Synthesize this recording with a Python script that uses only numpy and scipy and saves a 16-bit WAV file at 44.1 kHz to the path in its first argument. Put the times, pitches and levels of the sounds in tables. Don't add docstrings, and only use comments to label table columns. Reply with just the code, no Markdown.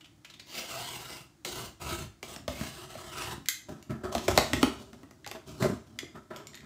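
import sys
import numpy as np
from scipy import signal
from scipy.fft import rfft, irfft, next_fast_len
from scipy.io import wavfile
from scipy.ndimage import uniform_filter1d, map_coordinates

SR = 44100
rng = np.random.default_rng(int(sys.argv[2]) if len(sys.argv) > 2 else 0)


def persist_wave(psi):
    counts = np.round(np.clip(psi, -1, 1) * 32767).astype(np.int16)
    wavfile.write(sys.argv[1], SR, np.atleast_2d(counts).T)


N = 293425


def amp(db):
    return 10 ** (np.asarray(db) / 20)


def unit(x):
    return x / np.sqrt(np.mean(x ** 2) + 1e-20)


def along(points, hz):
    freqs, values = np.transpose(points)
    return np.interp(np.log(hz + 1), np.log(freqs + 1), values)


def wobble(rate):
    knots = rng.standard_normal(int(N * rate / SR) + 4)
    return map_coordinates(knots, [np.arange(N) * rate / SR])


def add(track, start, sound):
    part = track[max(round(start * SR), 0):][:len(sound)]
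    part += sound[:len(part)]


def colour(x, points, size=8192):
    cepstrum = irfft(np.log(amp(along(points, np.fft.rfftfreq(size, 1 / SR)))))
    cepstrum[1:size // 2] *= 2
    cepstrum[size // 2 + 1:] = 0
    return signal.fftconvolve(x, irfft(np.exp(rfft(cepstrum))))[:len(x)]


def resonance(x, hz, width_hz):
    turn = np.exp(2j * np.pi * np.cumsum(hz * np.ones(len(x))) / SR)
    pole = np.exp(-np.pi * width_hz / SR)
    return 2 * (signal.lfilter([1 - pole], [1, -pole], x / turn) * turn).real


def ring(t, modes, scatter_db):
    return sum(amp(db + scatter_db * rng.standard_normal() - 60 * t / t60) * np.sin(2 * np.pi * hz * t)
               for hz, db, t60 in modes)


def burst(t, t60, points):
    x = colour(rng.choice([-1, 1], len(t)) * amp(-60 * t / t60), points)
    return x / np.linalg.norm(x) * np.sqrt(SR / 100)


def fibres(rate, spread_db):
    impulses = (rng.random(N) < rate / SR) * rng.choice([-1, 1], N)
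    return unit(impulses * amp(spread_db * rng.standard_normal(N)))


def moving_contact(x, depth_db, size=1024):
    spectra = signal.stft(x, nperseg=size)[2]
    ripple = rng.standard_normal(spectra.shape)
    for axis, count in ((0, 4), (0, 3), (1, 10), (1, 5)):
        ripple = uniform_filter1d(ripple, count, axis)
    return unit(signal.istft(spectra * amp(depth_db * unit(ripple)), nperseg=size)[1][:N])


# (frequency [Hz], gain [dB])
ROOM_TONE_COLOUR = [(15, -50), (25, -18), (123, -4), (249, -15.5), (326, -5), (384, -21.5), (476, -25),
                    (714, -23), (2160, -30.5), (2910, -37.5), (3160, -33), (7310, -33), (9840, -39),
                    (14000, -43.5), (16000, -38)]
def room_tone():
    return amp(-61.5) * unit(colour(rng.standard_normal(N), ROOM_TONE_COLOUR))


# (frequency [Hz], t60 [s])
ROOM_DECAY = [(100, 0.27), (400, 0.31), (2000, 0.37), (7000, 0.35), (15000, 0.22)]
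def room(x, wet_db, gap_s=0.005):
    out, block = x.copy(), SR // 3
    for start in range(0, N, block):
        hz, t, noise = signal.stft(rng.standard_normal(SR // 2), SR, nperseg=256)
        decay = amp(-60 * t / along(ROOM_DECAY, hz)[:, None])
        tail = signal.istft(noise * decay, SR, nperseg=256)[1]
        reverb = signal.fftconvolve(x[start:start + block], tail / np.linalg.norm(tail))
        add(out, start / SR + gap_s, amp(wet_db) * reverb)
    return out


# (frequency [Hz], gain [dB])
CRACK_COLOUR = [(300, -25), (1350, -9), (2050, 1), (2900, 5), (4200, 4), (7500, 0), (9500, -11),
                (12000, -6.5), (15500, -13.5)]
# (frequency [Hz], level [dB], t60 [s])
BANGLE_MODES = [(2230, 8.5, 0.04), (4780, 0, .055), (5700, -7, .025), (6700, 2, 0.034), (7100, -5, .03),
                (7300, 1, 0.063), (9070, -3, 0.045), (10200, -3, .03), (11925, 1, .05), (12600, -12.5, .04),
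                (13900, -4, .03)]
# (time [s], level [dB], favoured frequency [Hz])
BANGLE_CLINKS = [(3.8265, -42.5, 7630), (6.3617, -35, 4820), (6.37, -45.5, 7140), (6.386, -53, 5200),
                 (6.4705, -35.5, 7500), (6.5527, -37.5, 7600)]
def bangle_clinks():
    out, t = np.zeros(N), np.arange(SR // 4) / SR
    for start, db, hz in BANGLE_CLINKS:
        metal = amp(-23.5) * ring(t, BANGLE_MODES, scatter_db=2.5)
        metal += amp(-15) * burst(t, 0.012, CRACK_COLOUR)
        add(out, start, amp(db) * (metal + resonance(metal, hz, width_hz=1600)))
    return out


# (frequency [Hz], gain [dB])
TICK_COLOUR = [(300, -26.5), (1000, -19.5), (1600, -3.5), (2000, 6.5), (2700, -6), (4000, -0.5), (5500, -3),
               (7400, 1), (9500, -9), (12000, -3.5), (15500, -14.5)]
# (frequency [Hz], level [dB], t60 [s])
CUTTER_MODES = [(1980, 1.5, 0.25), (2090, 3, .22), (6360, -6, .14), (7560, -3, .18)]
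# (time [s], level [dB], treble before a set lift [dB])
CUTTER_CLICKS = [(3.4587, -29, -22), (3.4862, -11, -8), (5.245, -30, -33), (5.9888, -16.5, -25),
                 (6.5337, -38, -27), (6.5445, -31.5, -23.5), (6.5744, -35, -29), (6.6059, -37.5, -29)]
def cutter_clicks():
    out, t = np.zeros(N), np.arange(SR // 2) / SR
    for start, db, treble_db in CUTTER_CLICKS:
        tick = amp(-13.5) * burst(t, 0.017, TICK_COLOUR)
        ringing = amp(-38) * ring(t, CUTTER_MODES, scatter_db=1.5)
        add(out, start, amp(db) * colour(tick + ringing, [(3500, 0.0032), (11000, treble_db + 9.5)]))
    return out


# (frequency [Hz], width [Hz], level [dB])
BOARD_MODES = [(229, 19, 2.5), (373.8, 49, 6), (622, 86, 3), (744, 200, -6.5), (972, 87, -3),
               (1114, 38, -12), (1262, 106, -4), (1506, 59, -13.5)]
def board(x):
    size = next_fast_len(len(x) + SR // 4)
    f = np.fft.rfftfreq(size, 1 / SR)
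    response = sum(amp(db) * 1j * f * width / (hz * hz - f * f + 1j * f * width)
                   for hz, width, db in BOARD_MODES)
    return irfft(rfft(x, size) * response, size)[:len(x)]


# (frequency [Hz], gain [dB])
SCRAPE_COLOUR = [(600, -18.5), (1400, -1), (2000, 0.5), (2900, 3.5), (4200, -0.5), (7200, -2), (9500, -11),
                 (12000, -12.5), (15500, -14.5)]
FLEX_COLOUR = [(22, -54), (42, -21), (62, 0), (90, 1.5), (112, -3.5), (142, 0.5), (180, -10), (230, 1.5),
               (330, -9), (700, -50)]
# (time [s], rise [s], fall by 30 dB [s], board [dB], scuff [dB], flex [dB])
HAND_SHOVES = [(2.385, 0.02, 0.4, -64, -72, -48.5), (2.48, 0.0046, 0.1, -48, -60, -33.5),
               (2.585, 0.03, 0.1, -44, -58, -40), (3.33, 0.05, 0.11, -53, -70, -41),
               (3.683, 0.01, 0.16, -39.5, -47.5, -39), (3.894, 0.005, 0.15, -37, -59, -33),
               (4.034, 0.0043, 0.16, -32.5, -44.5, -39), (4.117, 0.012, 0.1, -33.5, -36.5, -50),
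               (4.15, 0.0046, 0.14, -34.5, -35.5, -36.5), (4.2, 0.17, 0.44, -40.5, -34, -41),
               (4.281, 0.0035, 0.0968, -22.5, -30, -33), (4.48, 0.079, 0.43, -39, -41.5, -39.5),
               (4.76, 0.07, 0.02, -51, -50.5, -62), (5.27, 0.05, 0.05, -50, -56, -59),
               (5.346, 0.005, 0.05, -34, -52, -54), (5.455, 0.05, 0.34, -45.5, -44.5, -44.5),
               (5.598, 0.026, 0.14, -24, -29.5, -30), (6.143, 0.014, 0.06, -41, -59, -45),
               (6.302, 0.013, 0.2, -36, -77, -52), (6.615, 0.02, -0.5, -55, -72, -55)]
def pulling_open(hold_from_s=3.66):
    t = np.arange(N) / SR
    held = (t > hold_from_s) * amp(3.5 * wobble(6.4))
    gains = np.outer(amp([-66.5, -72, -61.5]), held)
    for start, rise, fall, *levels_db in HAND_SHOVES:
        swell = np.clip((t - start) / rise, 0, 1) * amp(-30 * np.maximum(t - start - rise, 0) / fall)
        gains += np.outer(amp(levels_db), swell)
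    board_gain, scuff_gain, flex_gain = gains
    tear = fibres(rate=6000, spread_db=4) * amp(2.4 * wobble(73))
    sheet = moving_contact(tear, depth_db=2)
    scuff = amp(-7.5) * scuff_gain * unit(colour(sheet, SCRAPE_COLOUR))
    box_colour = [(250, 0), (390, 3.5), (500, 0), (780, -3.5), (1300, -1.5), (3000, -5), (8000, -11.5)]
    body = amp(-3) * board_gain * unit(colour(board(sheet), box_colour))
    flex = amp(-2) * flex_gain * unit(colour(fibres(rate=600, spread_db=3.5), FLEX_COLOUR))
    return scuff + body + flex


# (frequency [Hz], gain [dB])
CLACK_COLOUR = [(250, -9.5), (700, 4.5), (980, -2.5), (1270, 0.5), (1600, -8.5), (2000, -2.5), (2700, -15),
                (5000, -28.5)]
# (time [s], crack [dB], panel pitch [Hz], panel [dB])
BOX_SNAPS = [(1.4492, -22, 330, -47.5), (2.229, -28.5, 380, -45), (2.3624, -29, 210, -47.5),
             (2.4794, -24, 623, -31.5), (2.6114, -36, 230, -32.5), (2.9526, -40, 627, -38.5),
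             (3.907, -39.5, 244, -34), (4.1505, -20.5, 696, -26.5), (4.181, -25, 300, -42),
             (4.2809, -18.5, 588, -27.5), (4.376, -5.5, 606, -17.5), (4.3854, -15, 664, -31.5),
             (4.5332, -14, 283, -24.5), (4.6297, -11.5, 276.5, -17.5), (4.9312, -42, 248, -47.5),
             (5.032, -49, 282, -44.5), (5.1098, -43.5, 242, -53.5), (5.2637, -30.5, 820, -42.5),
             (5.2753, -27.5, 202, -59), (5.3136, -27, 360, -45), (5.6252, -25, 270, -23),
             (5.6444, -40, 600, -27), (5.6572, -39, 375, -23), (5.698, -48, 240, -25),
             (6.03, -54, 350, -39)]
def box_snaps(panel_t60=0.029, swell_s=0.0013, lag_s=0.001):
    out, t = np.zeros(N), np.arange(SR // 4) / SR
    swing = amp(-60 * t / panel_t60) * (1 - np.exp(-t / swell_s))
    for start, crack_db, hz, panel_db in BOX_SNAPS:
        crack = amp(crack_db - 16) * burst(t, 0.014, CRACK_COLOUR)
        tape_ring = amp(2.5) * resonance(crack, hz=2080, width_hz=420)
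        clack = amp((crack_db + panel_db) / 2 - 8) * burst(t, 0.039, CLACK_COLOUR)
        panel = amp(panel_db + 11) * np.sin(2 * np.pi * hz * t) * swing
        thud = amp(panel_db - 8) * burst(t, 0.055, FLEX_COLOUR)
        add(out, start, crack + tape_ring + clack)
        add(out, start + lag_s, panel + thud)
    return out


# (time [s], level [dB], tape pitch [Hz])
TIP_TAPS = [(0.0074, -42.5, 3100), (0.0433, -42.5, 3160), (0.0562, -45, 2940), (0.2463, -34.5, 2610),
            (0.2986, -37, 4180), (0.3378, -38.5, 3340), (0.3952, -32.5, 4200)]
def tip_taps():
    out, t = np.zeros(N), np.arange(SR // 8) / SR
    touch = 1 - np.exp(-t / 0.0015)
    for start, db, hz in TIP_TAPS:
        scratch = burst(t, 0.054, SCRAPE_COLOUR)
        tape_ring = amp(10) * resonance(scratch, hz, width_hz=890)
        knock = board(burst(t, 0.035, [(300, -6), (1300, 0), (3000, -12)]))
        add(out, start, amp(db - 17) * touch * (scratch + tape_ring + knock))
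    return out


def stroke(start, length, attack, rasp_db, change_db, dig_s, dig_db, board_db, rumble_db, bite_db):
    release_t60, hand_lag_s = 0.19, 0.033
    t = np.arange(N) / SR - start
    progress = np.clip(t / length, 0, 1)
    dig = np.exp(-((t + start - dig_s) / (0.17 * length)) ** 2)
    force = np.clip(t / attack, 0, 1) * amp(rasp_db + change_db * progress + dig_db * dig)
    blade = force * amp(-60 * np.maximum(t - length, 0) / release_t60)
    hand = force * amp(-60 * np.maximum(t - length - hand_lag_s, 0) / release_t60)
    body = blade * amp(board_db + 3.5 * (progress - 0.5))
    rumble = hand * amp(rumble_db + 5 * (progress - 0.5))
    bite = blade * amp(bite_db - 9.5 * progress)
    fizz = blade * amp(-18.5 + 5.5 * dig)
    return np.array([blade, body, rumble, bite, fizz])


# (frequency [Hz], gain [dB])
RASP_COLOUR = [(150, 1), (450, 9), (620, 11), (1400, -16.5), (1750, -2), (2100, 8), (2450, -4), (2850, 0),
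               (3700, 2), (5200, -1.5), (8000, 3.5), (10000, -8), (15000, -4.5)]
FIZZ_COLOUR = [(5000, -25), (8300, -1.5), (10300, -5.5), (12300, -9), (15500, 1.5)]
FLAT_BOX_COLOUR = [(230, -4.5), (350, -2.5), (490, -15.5), (640, 0), (1000, -0.5), (1500, 0)]
DRAG_COLOUR = [(25, -24), (45, -6), (62, 1.5), (100, -2), (135, 1.5), (175, -9.5), (230, -9), (330, -26),
               (700, -53)]
# (time [s], length [s], attack [s], rasp [dB], change over the stroke [dB],
#  time of deepest dig [s], dig [dB], board [dB], rumble [dB], bite [dB])
BLADE_STROKES = [(0.45, 0.2, 0.06, -55, 8, 0.578, 8.5, -6.5, -26, 2),
                 (0.669, 0.52, 0.044, -43, -4.5, 0.79, 2, -1.5, -8, -12),
                 (1.447, 0.21, 0.004, -41, -3.5, 1.58, 2.5, -4, -5, -6.5),
                 (1.794, 0.23, 0.03, -42, -4.5, 1.925, 4, 1.5, 3, -16),
                 (2.226, 0.12, 0.0056, -48.5, -0.5, 2.31, 3, -3, -5, -9),
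                 (2.478, 0.37, 0.005, -48.5, -1, 2.63, 7, 1, -4, -15),
                 (2.879, 0.22, 0.024, -54.5, 2.5, 2.95, 1, 4.5, -1, -16),
                 (3.11, 0.22, 0.067, -44, -3, 3.22, 1, 6.5, -1, -16)]
def cutting(tape_hz=2780, tape_wander=0.045):
    rasp_gain, body_gain, rumble_gain, bite_gain, fizz_gain = sum(stroke(*row) for row in BLADE_STROKES)
    catch = amp(1.68 * wobble(70) + 0.8 * wobble(260))
    tear = fibres(rate=7000, spread_db=2.5) * catch
    sheet = moving_contact(tear, depth_db=3)
    pitch_hz = tape_hz * (1 + tape_wander * wobble(12))
    taut_tape = unit(resonance(tear, pitch_hz, width_hz=280))
    sing = amp(-11 + 3.5 * wobble(8.02)) * rasp_gain * taut_tape
    bite = bite_gain * unit(colour(sheet, [(2500, -11.5), (4200, -2), (6200, -4.5), (9000, -21.5)]))
    rasp = amp(-4) * rasp_gain * unit(colour(sheet, RASP_COLOUR))
    fizz = fizz_gain * unit(colour(tear, FIZZ_COLOUR))
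    body = amp(-2) * body_gain * unit(colour(board(sheet), FLAT_BOX_COLOUR))
    rumble = amp(-3) * rumble_gain * unit(colour(fibres(rate=390, spread_db=3.5), DRAG_COLOUR))
    return rasp + fizz + sing + bite + body + rumble


def scene():
    rubbing = room(cutting() + pulling_open(), wet_db=-6.5)
    knocks = room(box_snaps() + tip_taps(), wet_db=-5)
    clicks = room(cutter_clicks() + bangle_clinks(), wet_db=-4)
    return (rubbing + knocks + clicks + room_tone())[None]


def record(dry, low_cut_hz=50, top_hz=15600):
    thin = signal.sosfilt(signal.butter(3, low_cut_hz, "high", fs=SR, output="sos"), dry)
    size = next_fast_len(N + SR // 4)
    in_band = np.fft.rfftfreq(size, 1 / SR) < top_hz
    return irfft(rfft(thin, size) * in_band, size)[:, :N]


dry = scene()
out = record(dry)
persist_wave(out)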